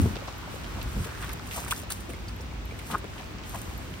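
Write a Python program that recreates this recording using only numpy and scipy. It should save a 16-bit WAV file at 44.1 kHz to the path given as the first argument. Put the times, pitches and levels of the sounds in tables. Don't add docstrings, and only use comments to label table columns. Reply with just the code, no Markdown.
import sys
import numpy as np
from scipy import signal
from scipy.fft import rfft, irfft
from scipy.io import wavfile
from scipy.ndimage import uniform_filter1d

SR = 44100
rng = np.random.default_rng(int(sys.argv[2]) if len(sys.argv) > 2 else 0)


def transcribe(signal):
    frames = np.atleast_2d(signal).T
    limited = np.clip(frames, -1, 1)
    pcm = np.round(limited * 32767).astype(np.int16)
    wavfile.write(sys.argv[1], SR, pcm)


N = 176400
LEAD_S = .1
EVENT_T = np.arange(SR // 3) / SR - LEAD_S
GRAINS_PER_S, GRAIN_SPREAD_DB = 6000, 4
SPRAY_LAG_S = 0.000214


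def soles():
    # peak time in seconds, level in dB, pitch in Hz, rise and decay in seconds.
    landings = [(.061, -29, 378, 0.0027, 0.0049), (.161, -31, 424, 0.003, 0.0061),
                (.222, -38, 480, 0.0027, 0.0092), (.284, -33.5, 760, 0.0047, 0.0066),
                (.478, -40, 625, 0.007, 0.0045), (.541, -35.5, 450, 0.0027, 0.0031),
                (.562, -38.5, 655, 0.0025, 0.0049), (.79, -44, 680, 0.044, 0.028),
                (.968, -36, 372, 0.007, 0.009), (1.056, -42, 436, 0.0034, 0.038),
                (1.243, -37.5, 1250, 0.027, 0.012), (1.295, -39.5, 1430, 0.0034, 0.017),
                (1.58, -34.5, 770, 0.016, 0.016), (1.68, -40.5, 1230, 0.0027, 0.025),
                (1.832, -38.5, 486, 0.0017, 0.0051), (1.906, -36.5, 1300, 0.0044, 0.0099),
                (2.098, -37, 360, 0.01, 0.031), (2.4, -39, 556, 0.0022, 0.0081),
                (2.527, -44, 800, 0.004, 0.0058), (2.72, -42.5, 478, 0.0064, 0.0075),
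                (2.902, -37.5, 1000, 0.0023, 0.035), (2.945, -37, 358, 0.032, 0.016),
                (3.046, -35, 440, 0.0064, 0.0054), (3.162, -41.5, 1120, 0.0039, 0.0079),
                (3.205, -43.5, 734, 0.018, 0.015), (3.549, -34.5, 820, 0.012, 0.014),
                (3.711, -47, 855, 0.034, 0.027), (3.795, -44.5, 740, 0.013, 0.012)]
    out = np.zeros((2, N))
    for s, db, hz, rise_s, decay_s in landings:
        pair = [burst(db, rise_s, decay_s, hz, width=0.61) for _ in range(2)]
        add(out, s - LEAD_S, stereo(pair, alike=0.75))
    return out * pan(3.5)


def taps(lag_s=.0001):
    # start in seconds, level in dB, pitch in Hz, band width as in band().
    knocks = [(0.0579, -21, 337, 0.71), (0.2834, -29, 880, 0.95), (1.242, -26, 1200, 1.1),
              (1.5776, -30, 880, 1.4), (1.5875, -28.5, 890, 0.79), (1.6805, -27, 1300, 1.5),
              (2.9025, -28, 950, 0.71), (3.0437, -29, 1100, 1.5), (3.5455, -27.5, 870, 0.87),
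              (3.559, -33, 1590, 1.4)]
    out = np.zeros(N)
    for s, db, hz, width in knocks:
        add(out, s - LEAD_S, pop(db, hz, width))
    return np.array([out, delayed(out, lag_s)]) * pan(4)


def gravel(rise_s=0.00039):
    # peak time in seconds, level in dB, pitch in Hz, decay in seconds.
    crunches = [(0.155, -36.5, 3550, 0.0038), (.166, -35, 2900, 0.0047), (.275, -43, 3800, 0.02),
                (0.643, -37, 2080, 0.0035), (.814, -35.5, 3200, 0.0072), (1.045, -38, 2470, 0.0058),
                (1.224, -43, 2330, 0.051), (1.262, -47, 3000, 0.012), (1.293, -37.5, 2800, 0.0055),
                (1.369, -45, 2000, 0.0036), (1.511, -39.5, 2480, 0.035), (2.099, -39, 1960, 0.0055),
                (2.791, -39.5, 2270, 0.0091), (2.911, -38, 2800, 0.025), (3.18, -44, 2300, 0.037),
                (3.436, -43, 2480, 0.01), (3.556, -40, 1970, .005), (3.939, -38.5, 2310, 0.0038)]
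    out = np.zeros((2, N))
    for s, db, hz, decay_s in crunches:
        pair = [burst(db, rise_s, decay_s, hz, width=0.84) for _ in range(2)]
        add(out, s - LEAD_S, stereo(pair, alike=0.16))
    return out * pan(-2)


def grit_ticks(lag_s=.00002):
    # start in seconds, level in dB.
    ticks = [(.381, -42.5), (.828, -35), (.916, -43), (1.3315, -30), (1.337, -40), (2.364, -43),
             (2.654, -39.5), (3.494, -36), (3.778, -35)]
    clicks = np.zeros(N)
    for s, db in ticks:
        clicks[int(s * SR)] = from_db(db)
    out = ring(clicks, hz=12850, fade_s=0.023)
    return np.array([out, delayed(out, lag_s)])


def squelch(width_hz=550):
    # time in seconds, level in dB.
    levels = [(1.0, -52), (1.05, -47.5), (1.14, -46), (1.19, -52), (1.23, -54), (1.3, -54), (1.36, -72)]
    # time in seconds, pitch in Hz.
    pitches = [(1.04, 1292), (1.14, 1610), (1.24, 1840), (1.32, 1670)]
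    low_pass = signal.butter(2, width_hz / 2, fs=SR, output="sos")
    clicks = [grains(N, GRAINS_PER_S, GRAIN_SPREAD_DB) for _ in range(2)]
    flutter = [rms_one(signal.sosfilt(low_pass, side)) for side in clicks]
    tone = np.sqrt(2) * np.sin(2 * np.pi * np.cumsum(in_time(pitches)) / SR)
    return stereo(flutter, alike=0.58) * tone * from_db(in_time(levels))


def spray_once():
    # peak time in seconds, level in dB, rise and decay in seconds.
    hisses = [(0.016, -36, 0.0014, .005), (0.829, -40, .001, 0.0028), (1.05, -45, .004, 0.01),
              (1.335, -39.5, .003, 0.0028), (1.472, -40.5, .001, .003), (1.684, -37, 0.0035, 0.0048),
              (1.703, -34, .001, .003), (1.7089, -25, 0.00066, 0.0034), (1.7152, -25, 0.0018, 0.002),
              (1.7228, -28, 0.0017, 0.0024), (1.791, -41, .003, .004), (1.9052, -31, 0.0026, 0.0097),
              (1.919, -33, .004, 0.012), (2.007, -44, .004, 0.0093), (2.092, -46, .001, 0.028),
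              (2.134, -45, .002, 0.0035), (2.285, -46, 0.0011, 0.0056), (2.412, -51, 0.0018, 0.013),
              (2.79, -44, 0.0018, 0.007), (2.87, -45, .002, .006), (2.911, -37, 0.0016, 0.0048),
              (2.984, -43, 0.003, 0.0045), (3.495, -42, 0.00084, 0.0018), (3.546, -39, .001, 0.0037)]
    # peak time in seconds, level in dB.
    snaps = [(.813, -43.5), (1.0445, -34), (1.055, -40), (1.07, -37), (1.211, -39), (1.218, -36),
             (1.226, -34), (1.245, -36), (1.2928, -34), (1.318, -42), (1.323, -40), (1.331, -31.5),
             (1.338, -38), (1.535, -34), (1.564, -27), (1.57, -29), (1.603, -33), (1.631, -39), (1.64, -41),
             (1.6485, -32), (1.6895, -33), (1.734, -29), (1.779, -33), (1.795, -39), (1.799, -35),
             (1.818, -37), (1.835, -36), (1.922, -20.5), (2.866, -42), (2.92, -36), (3.043, -46),
             (3.509, -42), (3.5593, -33), (3.588, -34), (3.617, -30)]
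    # time in seconds, level of the crackle in dB before a 6 dB lift.
    crackle_levels = [(0, -52.5), (.09, -54.5), (.15, -62.5), (.48, -64), (.54, -56.5), (.62, -62.5),
                      (.88, -59.5), (1.04, -52.5), (1.1, -61), (1.25, -55.5), (1.41, -64.5), (1.5, -55.5),
                      (1.54, -47.5), (1.58, -45.5), (1.66, -56), (1.78, -50), (1.87, -69), (1.96, -56.5),
                      (2.05, -65), (2.6, -69.5), (2.84, -61.5), (2.92, -50), (3.01, -70), (3.2, -61.5),
                      (3.41, -71.5), (3.47, -57.5), (3.56, -54.5), (3.75, -61.5), (4, -63.5)]
    # frequency in Hz, relative level in dB.
    spray_tone = [(600, -0.5), (1500, -8), (3000, 2), (4700, -5), (6800, 2.5), (9200, 5.5), (11500, 0.5),
                  (13500, -2), (16000, 2.5)]
    crackle_tone = [(500, -26), (1200, 7), (2500, 3), (4500, -1.5), (7000, 5), (9200, 0.5), (11500, -3.5),
                    (13500, 4), (16000, -17)]
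    bursts = np.zeros(N)
    for s, db, rise_s, decay_s in hisses:
        add(bursts, s - LEAD_S, burst(db, rise_s, decay_s, per_s=2000))
    for s, db in snaps:
        add(bursts, s - LEAD_S, burst(db, rise_s=0.00014, decay_s=0.00084, per_s=7100))
    splashes = colour(bursts, spray_tone) * np.std(bursts)
    crackle = colour(grains(N, per_s=6400, spread_db=2), crackle_tone)
    pricks = from_db(-6) * colour(grains(N, per_s=200, spread_db=0.7), spray_tone)
    return splashes + (crackle + pricks) * from_db(in_time(crackle_levels) + 6)


def spray():
    direct = spray_once()
    all_around = from_db(-6) * np.array([spray_once(), spray_once()])
    return np.array([direct, delayed(direct, SPRAY_LAG_S)]) + all_around


def plops(waver_octaves=0.155, lumps_db=2.5, half_pop_s=0.00066, lag_s=.00004):
    # peak time in seconds, level in dB, pitch in Hz, glide in octaves per second,
    # rise and decay in seconds.
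    gurgles = [(1.724, -28, 1259, 34.6, 0.0053, 0.0081), (2.942, -28, 1064, 14.06, .012, 0.014)]
    # peak time in seconds, level in dB, pitch in Hz.
    air_pops = [(1.7237, -19, 1230), (1.7277, -19, 1420), (2.9446, -20, 1130), (2.9502, -15.5, 1275),
                (2.955, -15, 1190)]
    out = np.zeros(N)
    for s, db, hz, octaves_per_s, rise_s, decay_s in gurgles:
        noises = rng.standard_normal((2, len(EVENT_T)))
        waver, lumps = (rms_one(uniform_filter1d(noise, size=90)) for noise in noises)
        pitch = hz * 2 ** (np.clip(octaves_per_s * EVENT_T, -.5, .5) + waver_octaves * waver)
        loudness = from_db(db + lumps_db * lumps) * swell(rise_s, decay_s)
        tone = loudness * np.sin(2 * np.pi * np.cumsum(pitch) / SR)
        froth = burst(db - 7, rise_s, decay_s, hz, width=0.83)
        add(out, s - LEAD_S, tone + froth)
    for s, db, hz in air_pops:
        few_cycles = np.exp(-(EVENT_T / half_pop_s) ** 2 / 2) * np.cos(2 * np.pi * hz * EVENT_T)
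        add(out, s - LEAD_S, from_db(db) * few_cycles)
    return np.array([out, delayed(out, lag_s)]) * pan(2)


def drips(rise_s=0.0008, glide_per_s=1.2):
    # start in seconds, level in dB, pitch in Hz, seconds to fade by 60 dB,
    # delay on the right in seconds.
    drops = [(1.512, -35, 2750, .012, 0.00011), (1.578, -31, 920, .025, .0001),
             (1.7093, -20.5, 2420, 0.014, 0.00014), (1.7118, -22, 2900, 0.022, 0.000083),
             (1.7146, -21.5, 3400, 0.026, 0.000095), (1.762, -33, 4900, 0.011, 0.000046),
             (1.904, -29, 3680, 0.0091, .00005), (1.916, -27, 4440, 0.012, 0.000055),
             (2.135, -35, 2120, 0.033, .00005), (2.281, -37, 4850, .016, .000034),
             (2.284, -32, 4550, 0.021, 0.000037), (2.291, -38, 2560, .024, .00004),
             (2.294, -39, 1370, 0.023, .00004), (2.408, -36, 5560, 0.014, .00003),
             (2.513, -41, 2300, .02, .00006), (2.709, -35.5, 2310, .034, 0.000054),
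             (2.722, -38.5, 2440, .026, .00006)]
    out, t = np.zeros((2, N)), np.maximum(EVENT_T, 0)
    for s, db, hz, fade_s, lag_s in drops:
        tone = np.sin(2 * np.pi * hz * (t + glide_per_s * t ** 2 / 2))
        bubble = tone * from_db(db - 60 * t / fade_s) * (1 - np.exp(-t / rise_s))
        splash = burst(db - 13.5, rise_s, decay_s=0.0098, hz=hz, width=0.56)
        left = bubble + splash
        right = np.interp(EVENT_T - lag_s, EVENT_T, left)
        add(out, s - LEAD_S, np.array([left, right]))
    return out * pan(-2)


def trickle(bubbles_per_s=420, low_hz=802, high_hz=5750, pitch_count=24, ring_cycles=11.2):
    # time in seconds, level in dB.
    levels = [(0, -51), (.9, -55.5), (1.15, -49), (1.4, -48), (1.55, -47), (1.78, -47), (1.88, -53.5),
              (2.1, -56), (2.6, -58), (3.2, -52), (4, -59)]
    out = np.zeros((2, N))
    for hz in np.geomspace(low_hz, high_hz, pitch_count):
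        clicks = grains(N, bubbles_per_s / pitch_count, spread_db=3)
        bubbles = ring(clicks, hz, ring_cycles / hz)
        lag_samples = int(rng.uniform(-1.48, 1) * SPRAY_LAG_S * SR)
        pair = np.array([bubbles, np.roll(bubbles, lag_samples)]) * pan(rng.normal() * 5)
        out += pair * from_db(0.5 * np.log2(hz / low_hz))
    return rms_one(out) * from_db(in_time(levels))


def wind(gust_above_db=-35, gust_range_db=7):
    # time in seconds, level in dB before a 1 dB lift.
    levels = [(0, -19.5), (.07, -23.5), (.1, -32.5), (.14, -34.5), (.19, -44.5), (.44, -43), (.5, -37),
              (.6, -43), (.66, -37), (.93, -39.5), (1.0, -30.5), (1.06, -44), (1.24, -38.5), (1.42, -40.5),
              (2.6, -41), (3.05, -41.5), (3.55, -39.5), (4, -41.5)]
    # frequency in Hz, relative level in dB.
    lull_tone = [(20, -39), (32, -21), (48, 3.5), (62, 0.5), (100, -1.5), (150, -8.5), (200, -9),
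                 (350, -15), (600, -30)]
    gust_tone = [(20, -30), (45, -24), (65, -14), (95, 7), (140, -10.5), (190, -5.5), (255, -13.5),
                 (350, -22), (500, -31.5), (900, -37), (2000, -84)]
    level_db = in_time(levels)
    gusty = np.clip((level_db - gust_above_db) / gust_range_db, 0, 1)
    lull = colour(stereo(rng.standard_normal((2, N)), alike=0.85), lull_tone)
    gust = colour(stereo(rng.standard_normal((2, N)), alike=0.85), gust_tone)
    return from_db(level_db + 1) * (np.sqrt(1 - gusty) * lull + np.sqrt(gusty) * gust)


def buffets(width=0.75):
    # time in seconds, level in dB, pitch in Hz, the swirl's rise and decay in seconds.
    puffs = [(.024, -21.5, 97, 0.011, 0.017), (.060, -19.5, 109, 0.0035, 0.012),
             (.13, -33, 100.6, 0.0043, 0.0068), (0.859, -23, 66.4, 0.0055, 0.011),
             (.964, -27.5, 151, 0.007, 0.0067), (0.976, -27, 70, 0.025, 0.0077),
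             (1.003, -25, 92, 0.0058, 0.026), (2.41, -31.5, 85, .006, .012),
             (2.935, -34, 163, 0.048, 0.021), (3.912, -31, 112, 0.013, 0.019)]
    out = np.zeros(N)
    for s, db, hz, rise_s, decay_s in puffs:
        swirl = burst(db - 3, rise_s, decay_s, hz, width)
        add(out, s - LEAD_S, pop(db, hz, width) + swirl)
    return out


def drone():
    # time in seconds, level in dB.
    levels = [(0, -56), (1.9, -58), (2.15, -48), (2.33, -39), (2.65, -40.5), (2.95, -49), (3.1, -72),
              (4, -46)]
    rumble = band(rng.standard_normal(N + SR), hz=55.2, width=0.2)
    steady = rumble / np.sqrt(uniform_filter1d(rumble ** 2, size=5000) + 1e-12)
    return from_db(in_time(levels)) * steady[SR:]


def hush():
    # time in seconds, level in dB.
    levels = [(0, -40.5), (.4, -43), (.8, -41.5), (1.3, -43.5), (1.9, -44.5), (2.6, -45), (3.3, -44.5),
              (3.7, -43.5), (4, -44.5)]
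    # frequency in Hz, relative level in dB.
    tone = [(100, 3.5), (300, 4.5), (500, 2), (750, 1), (1100, 1), (1600, -1.5), (2500, -3), (4000, -8),
            (6000, -13), (8000, -18.5), (11000, -53), (16000, -18)]
    noise = stereo(rng.standard_normal((2, N)), alike=0.019)
    return from_db(in_time(levels)) * colour(noise, tone)


def from_db(db):
    return 10 ** (np.asarray(db) / 20)


def rms_one(x):
    return x / np.sqrt(np.mean(x ** 2) + 1e-20)


def in_time(rows):
    return np.interp(np.arange(N) / SR, *np.transpose(rows))


def colour(x, spectrum):
    hz, db = np.transpose(spectrum)
    f = np.maximum(np.arange(N // 2 + 1) * SR / N, 1)
    octaves_outside = np.maximum(np.log2(f / hz[-1]), 0) + np.maximum(np.log2(hz[0] / f), 0)
    gain = from_db(np.interp(np.log(f), np.log(hz), db) - 24 * octaves_outside)
    return rms_one(irfft(rfft(x) * gain, N))


def band(x, hz, width):
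    edges = np.clip(hz * np.exp([-width / 2, width / 2]), 10, .45 * SR)
    return signal.sosfilt(signal.butter(2, edges, "band", fs=SR, output="sos"), x)


def stereo(pair, alike):
    middle = np.sqrt(1 + alike) * pair[0]
    sides = np.sqrt(1 - alike) * pair[1] * np.array([[1], [-1]])
    return (middle + sides) / np.sqrt(2)


def pan(db):
    return from_db(np.array([[db], [-db]]) / 2)


def delayed(x, s):
    return irfft(rfft(x) * np.exp(-2j * np.pi * np.arange(N // 2 + 1) * SR / N * s), N)


def add(out, s, sound):
    i = int(s * SR)
    a, b = max(i, 0), min(i + sound.shape[-1], N)
    out[..., a:b] += sound[..., a - i:b - i]


def grains(size, per_s, spread_db):
    clicks = (rng.random(size) < per_s / SR) * rng.choice([-1, 1], size)
    return clicks * from_db(spread_db * np.minimum(rng.exponential(1, size), 5)) + 1e-18


def swell(rise_s, decay_s):
    return np.exp(-np.abs(EVENT_T) / np.where(EVENT_T < 0, rise_s, decay_s))


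def burst(db, rise_s, decay_s, hz=None, width=None, per_s=GRAINS_PER_S):
    shape = swell(rise_s, decay_s)
    x = grains(len(shape), per_s, GRAIN_SPREAD_DB) * shape
    if hz is not None:
        x = band(x, hz, width)
    return from_db(db) * rms_one(x) * np.sqrt(np.mean(shape ** 2))


def pop(db, hz, width):
    x = band(1e-18 + signal.unit_impulse(len(EVENT_T), int(LEAD_S * SR)), hz, width)
    return from_db(db) * x / np.abs(x).max()


def ring(clicks, hz, fade_s):
    decay, angle = from_db(-60 / (fade_s * SR)), 2 * np.pi * hz / SR
    return signal.lfilter([0, np.sin(angle)], [1, -2 * decay * np.cos(angle), decay ** 2], clicks + 1e-18)


def scene():
    weather = wind() + buffets() + drone() + hush()
    feet = soles() + taps() + gravel() + grit_ticks() + squelch()
    water = spray() + trickle() + drips() + plops()
    return weather + feet + water


def record(dry, cutoff_hz=15800):
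    return signal.sosfilt(signal.ellip(12, .1, 80, cutoff_hz, fs=SR, output="sos"), dry)


dry = scene()
out = record(dry)
transcribe(out)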